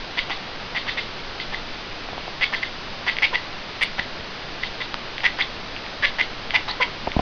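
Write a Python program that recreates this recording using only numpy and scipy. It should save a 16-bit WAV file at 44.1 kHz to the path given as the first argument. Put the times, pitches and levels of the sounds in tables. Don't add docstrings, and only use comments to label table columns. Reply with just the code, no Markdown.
import sys
import numpy as np
from scipy import signal
from scipy.fft import rfft, irfft, next_fast_len
from scipy.io import wavfile
from scipy.ndimage import uniform_filter1d

SR = 44100
rng = np.random.default_rng(int(sys.argv[2]) if len(sys.argv) > 2 else 0)


def transcribe(u):
    v = np.clip(np.atleast_2d(u).T, -1, 1)
    q = np.round(v * 32767).astype(np.int16)
    wavfile.write(sys.argv[1], SR, q)


N = 317947

# start, opening length and main creak length in seconds, mouth
# resonance in Hz, then in relative dB the mouth, its swell from the opening, the upper resonances,
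# the throat and the rasp.
CHIRPS = [(0.173, .017, 0.0075, 2070, -18, 7.5, -18, -31, -31.5),
          (0.298, .013, .023, 2000, -29, 2, -25, -24, -35),
          (0.749, .010, .026, 2010, -23.5, 5, -25.5, -29, -32.5),
          (0.868, 0.018, .012, 1940, -23, 10, -25, -30.5, -30.5),
          (0.972, 0.0054, 0.021, 2040, -24, 3, -25.5, -30.5, -33),
          (1.396, .004, 0.0036, 2040, -25, 18, -26, -45, -31.5),
          (1.525, .020, 0.0036, 1930, -20, 14, -32, -31, -38),
          (2.411, 0.017, .016, 2110, -16.5, 6, -19.5, -28.5, -31.5),
          (2.527, 0.0089, .016, 1940, -21, 6, -30.5, -24, -32.5),
          (2.622, .008, .011, 2000, -21, 11, -31, -32, -37),
          (3.066, 0.013, .021, 1975, -18.5, 8.5, -23, -24.5, -31.5),
          (3.222, .018, .016, 2180, -16.5, 0.5, -18, -24, -32),
          (3.336, .019, .005, 2050, -13.5, 11, -19.5, -30, -38),
          (3.811, .014, 0.014, 2116, -17, 4, -19.5, -29, -33),
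          (3.982, .010, 0.0065, 1915, -17.5, 18, -23.5, -25, -37),
          (4.629, .006, .0051, 2010, -20, 10, -25.5, -36, -31.5),
          (4.804, .007, 0.012, 1980, -27.5, 1.5, -26.5, -32, -33.5),
          (5.235, .016, .018, 2000, -14, 8.5, -22, -23.5, -35),
          (5.387, .020, 0.0081, 2060, -17, 10, -20, -25.5, -30.5),
          (6.025, .021, 0.013, 2040, -15.5, 5.5, -20, -31.5, -29.5),
          (6.186, .020, 0.0099, 2085, -15.5, 7, -24, -27.5, -32),
          (6.538, .013, .016, 2100, -14.5, 8, -18, -22, -42),
          (6.68, 0.015, 0.022, 1850, -32.5, 12, -35, -23, -48),
          (6.809, 0.0091, .018, 2090, -16.5, 8.5, -21.5, -22, -42)]
# frequency in Hz, width in Hz, gain in dB.
UPPER_RESONANCES = [(2660, 290, -3.5), (3466, 450, 3), (4560, 420, -1.5), (4860, 440, -21)]
# start and length in seconds, first pitch, last pitch and resonance in Hz,
# level in dB.
PEEPS = [(3.327, 0.012, 541, 460, 1009, -25.5), (6.032, 0.0255, 568, 583, 1756, -23),
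         (6.679, 0.023, 483, 566, 1071, -41), (6.799, 0.018, 540, 461, 930, -21)]
# start and length in seconds, resonance in Hz, level in dB.
SQUEAKS = [(5.418, 0.0074, 3400, -21), (6.683, 0.03, 3960, -28.5), (6.71, .008, 4330, -26.5)]
# start in seconds, peak level in dB, ring in Hz.
TICKS = [(3.168, -10, 1980), (3.186, -5.5, 2130), (5.181, -10.5, 2030), (5.205, -16, 2110),
         (5.764, -15.5, 2287), (5.864, -18, 2215), (6.507, -7.5, 2142), (7.118, -12, 2180)]
# frequency in Hz, gain in dB.
MUZZLE_COLOUR = [(450, -0.5), (850, .5), (1200, -.5), (1650, .5), (2000, -.5), (2400, 0.14), (3500, -0.14),
                 (4500, 0), (5600, -1.5), (7000, -2)]
# start in seconds, clack level in dB, thud level in dB,
# loss from touch to touch in dB.
KNOCKS = [(2.087, -17.5, -45, 20), (2.131, -18, -45, 20), (2.179, -17, -45, 20), (2.279, -15.5, -40, 15),
          (3.992, -28, -21, 8), (4.197, -40, -26, 8), (7.072, -9, -19, 2), (7.164, -11, -5, 5),
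          (7.191, -6.5, -10, 1.5)]
# frequency in Hz, relative level in dB,
# seconds to fall by 60 dB.
CLACK_MODES = [(382, -7.5, .012), (703, -0.5, 0.014), (985, -5.5, .013), (2400, -6, 0.0025)]
THUD_MODES = [(62, -4.5, 0.069), (196, 0, .028), (290, -4.5, 0.024)]
CLICK_MODES = [(1150, -8, .0045), (3450, -2.5, .0013)]
# frequency in Hz, gain in dB.
WALL_COLOUR = [(300, -6.5), (1000, 2.5), (2050, -4.5), (2700, -3), (3600, -2), (4500, -8.5), (6000, -0.5)]
# frequency in Hz, relative spectral density in dB.
HISS_SPECTRUM = [(20, 3), (40, -13.5), (90, -11.5), (170, -11.5), (350, -12.5), (600, -12.5), (1500, -14.5),
                 (2200, -15.5), (3600, -16.5), (4800, -19), (6300, -27.5), (7500, -25.5), (9000, -63.5)]
# frequency in Hz, gain in dB.
MICROPHONE_RESPONSE = [(4600, -1), (5050, -0.5), (5450, -6), (5950, -5.5), (6400, -12), (6750, -21.5),
                       (7100, -47)]


def creaks(mouth_width_hz=215, skirt_width_hz=1700, throat_hz=920, throat_width_hz=560, lead_s=.008):
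    out = np.zeros(N)
    lips = signal.butter(2, [1150, 3800], "band", fs=SR, output="sos")
    for start, length, hz, mouth_db, upper_db, throat_db in jaw_strokes():
        snaps, air = larynx(length, lead_s)
        ring = resonate(snaps + from_db(-13.5) * air, hz, mouth_width_hz)
        ring = resonate(ring, hz, skirt_width_hz)
        ring = sustain(ring, length, lead_s)
        layers = [(bend(ring, lead_s + length / 2), mouth_db),
                  (signal.sosfilt(lips, snaps), mouth_db - 10),
                  (upper_mouth(snaps + air), upper_db - 4.5),
                  (resonate(snaps / 2 + air, throat_hz, throat_width_hz), throat_db - 2)]
        for sound, db in layers:
            unit_power = sound * np.sqrt(length * SR / np.sum(sound ** 2))
            add(out, start - lead_s, from_db(db) * unit_power)
    return out


def jaw_strokes(rise_hz_per_s=11000, ramp_db=4, dull_db=8, throat_fade_db=13):
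    for start, opening, main, hz, mouth_db, swell_db, upper_db, throat_db, _ in CHIRPS:
        for half in (0, 1):
            step_db = (half - .5) * ramp_db
            low_hz = hz - rise_hz_per_s * opening * (1 - half / 2)
            yield (start + half * opening / 2, opening / 2, low_hz,
                   mouth_db - swell_db + step_db, upper_db - dull_db + step_db, throat_db)
        yield start + opening, main, hz, mouth_db, upper_db, throat_db - throat_fade_db


def larynx(length, lead_s, gap_s=.004, unevenness=.3, puff_gain=.82, puff_decay_s=.0017, leak_gain=.063):
    t = clock(lead_s + length)
    gaps = gap_s * np.exp(unevenness * rng.standard_normal(24))
    times = np.cumsum(gaps) - gaps[0]
    sizes = from_db(rng.standard_normal(24))
    inside = times <= max(length - gap_s / 3, 0)
    snaps = np.zeros(len(t))
    snaps[((lead_s + times[inside]) * SR).astype(int)] = sizes[inside]
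    pole = np.exp(-1 / (puff_decay_s * SR))
    puffs = signal.lfilter([np.sqrt(1 - pole * pole)], [1, -pole], snaps)
    leak = leak_gain * gate(t, lead_s + length, lead_s)
    return snaps, (puff_gain * puffs + leak) * rng.standard_normal(len(t))


def sustain(ring, length, lead_s, rise_s=.0013, release_s=.003, smoothing_s=.0033, evenness=.95):
    t = np.arange(len(ring)) / SR - lead_s
    power = np.abs(uniform_filter1d(ring ** 2, int(smoothing_s * SR)))
    envelope = np.exp(np.minimum(t - rise_s, 0) / rise_s - np.maximum(t - length, 0) / release_s)
    return envelope * ring / np.sqrt(power + np.max(power) / 100) ** evenness


def bend(ring, middle_s, share_per_s=3.5):
    t = np.arange(len(ring)) / SR
    warped_time = t + share_per_s * (t - middle_s) ** 2 / 2
    return np.interp(warped_time, t, ring, right=0)


def upper_mouth(x):
    return sum((-1) ** k * from_db(db) * resonate(x, hz, width_hz)
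               for k, (hz, width_hz, db) in enumerate(UPPER_RESONANCES))


def rasps(length=.041, delay_s=.001, fade_db_per_s=171, grain_db=3, teeth_gain=.5):
    out, t = np.zeros(N), clock(length)
    teeth = signal.butter(2, [2400, 4500], "band", fs=SR, output="sos")
    envelope = gate(t, length, edge_s=.0034) * from_db(fade_db_per_s * (length / 4 - t))
    for start, opening, main, *_, db in CHIRPS:
        turbulence = rng.standard_normal((2, len(t)))
        inner, outer = turbulence * from_db(grain_db * rng.standard_normal(len(t)))
        rasp = rms_one(upper_mouth(inner) + teeth_gain * signal.sosfilt(teeth, outer))
        add(out, start + opening + main + delay_s, from_db(db) * rasp * envelope)
    return out


def peeps(width_hz=380, jitter=.04, jitter_step_s=.0018):
    out = np.zeros(N)
    for start, length, first_hz, last_hz, resonance_hz, db in PEEPS:
        t = clock(length)
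        waver = np.interp(t / jitter_step_s, np.arange(64), rng.standard_normal(64))
        pitch = np.interp(t, [0, length], [first_hz, last_hz]) * (1 + jitter * waver)
        phase = 2 * np.pi * np.cumsum(pitch) / SR
        folds = sum(np.cos(k * phase) / k for k in range(1, 8))
        peep = rms_one(resonate(folds, resonance_hz, width_hz))
        add(out, start, from_db(db) * peep * gate(t, length, edge_s=.0027))
    return out


def squeaks(width_hz=600):
    out = np.zeros(N)
    for start, length, hz, db in SQUEAKS:
        t = clock(length)
        air = rng.standard_normal(len(t))
        squeak = rms_one(resonate(resonate(air, hz, width_hz), hz, width_hz))
        add(out, start, from_db(db) * squeak * gate(t, length, edge_s=.002))
    return out


def ticks(width_hz=420, skirt_width_hz=2300, spread_s=.00051):
    out, t = np.zeros(N), clock(spread_s)
    for start, db, hz in TICKS:
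        wetness = from_db(-21) * rng.standard_normal(len(t)) * np.exp(-t / spread_s)
        click = signal.unit_impulse(len(t)) + wetness
        ring = resonate(resonate(click, hz, width_hz), hz, skirt_width_hz)
        tick = ring + from_db(-14) * upper_mouth(click) + from_db(-34) * click
        add(out, start, from_db(db) * tick / np.max(np.abs(tick)))
    return out


def knocks(touch_gap_s=.0032, click_s=4.9425):
    out = np.zeros(N)
    for start, clack_db, thud_db, loss_db in KNOCKS:
        for touch, stray in enumerate(rng.uniform(-.17, .15, size=3)):
            clack = from_db(clack_db - touch * loss_db) * struck(CLACK_MODES)
            add(out, start + touch * (1 + stray) * touch_gap_s, clack)
        add(out, start, from_db(thud_db) * struck(THUD_MODES))
    add(out, click_s, struck(CLICK_MODES))
    return out


def struck(modes):
    t = clock(.05)
    return sum((-1) ** k * from_db(db - 60 * t / t60) * np.sin(2 * np.pi * hz * t)
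               for k, (hz, db, t60) in enumerate(modes))


def room(x, t60=.2, reflections_db=-6.5, first_echo_s=.009, linger_db=-11.5):
    reflections, t = np.zeros(N), clock(t60)
    for at in range(0, N, SR):
        tail = rng.standard_normal(len(t)) * from_db(-60 * t / t60) * (t > first_echo_s)
        tail = colour(tail / np.sqrt(np.sum(tail ** 2)), WALL_COLOUR)
        add(reflections, at / SR, signal.fftconvolve(x[at:at + SR], tail))
    ring = resonate(x + 1e-18, hz=2050, width_hz=15)
    return from_db(reflections_db) * reflections + from_db(linger_db) * ring


def fizz(peak_s=3.832, spread_s=.0068, db=-40.5):
    treble = signal.butter(2, [6500, 11000], "band", fs=SR, output="sos")
    noise = rms_one(signal.sosfilt(treble, rng.standard_normal(N)))
    return from_db(db) * noise * np.exp(-np.abs(np.arange(N) / SR - peak_s) / spread_s)


def hiss(db=-31.5):
    noise = rng.standard_normal(next_fast_len(N))
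    return from_db(db) * rms_one(colour(noise, HISS_SPECTRUM)[:N])


def from_db(db):
    return 10 ** (np.asarray(db) / 20)


def rms_one(x):
    return x / np.sqrt(np.mean(x ** 2) + 1e-20)


def add(out, start, sound):
    at = max(round(start * SR), 0)
    out[at:at + len(sound)] += sound[:max(N - at, 0)]


def colour(x, points):
    hz, db = np.transpose(points)
    bins = np.maximum(np.fft.rfftfreq(len(x), 1 / SR), 1)
    gain = from_db(np.interp(np.log(bins), np.log(hz), db))
    return irfft(rfft(x) * gain, len(x))


def resonate(x, hz, width_hz):
    r = np.exp(-np.pi * width_hz / SR)
    feedback = [1, -2 * r * np.cos(2 * np.pi * hz / SR), r * r]
    return signal.lfilter(np.array([1, 0, -1]) * (1 - r * r) / 2, feedback, x)


def clock(length):
    return np.arange(int(length * SR) + SR // 40) / SR


def gate(t, length, edge_s):
    return np.clip(t / edge_s, 0, 1) * np.clip((length - t) / edge_s + .5, 0, 1)


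def scene():
    mouth = creaks() + peeps() + rasps() + squeaks() + ticks()
    cat = colour(np.pad(mouth, (0, next_fast_len(N) - N)), MUZZLE_COLOUR)[:N]
    return (cat + room(cat) + knocks() + hiss())[None]


def record(dry, microphone_top_hz=7200, cutoff_hz=11000):
    microphone_top = signal.ellip(10, .1, 80, microphone_top_hz, fs=SR, output="sos")
    top_cut = signal.ellip(10, .1, 80, cutoff_hz, fs=SR, output="sos")
    padded = np.pad(dry[0], (0, next_fast_len(N + SR // 10) - N))
    dull = signal.sosfilt(microphone_top, colour(padded, MICROPHONE_RESPONSE)[:N])
    return signal.sosfilt(top_cut, dull + fizz())[None]


dry = scene()
out = record(dry)
transcribe(out)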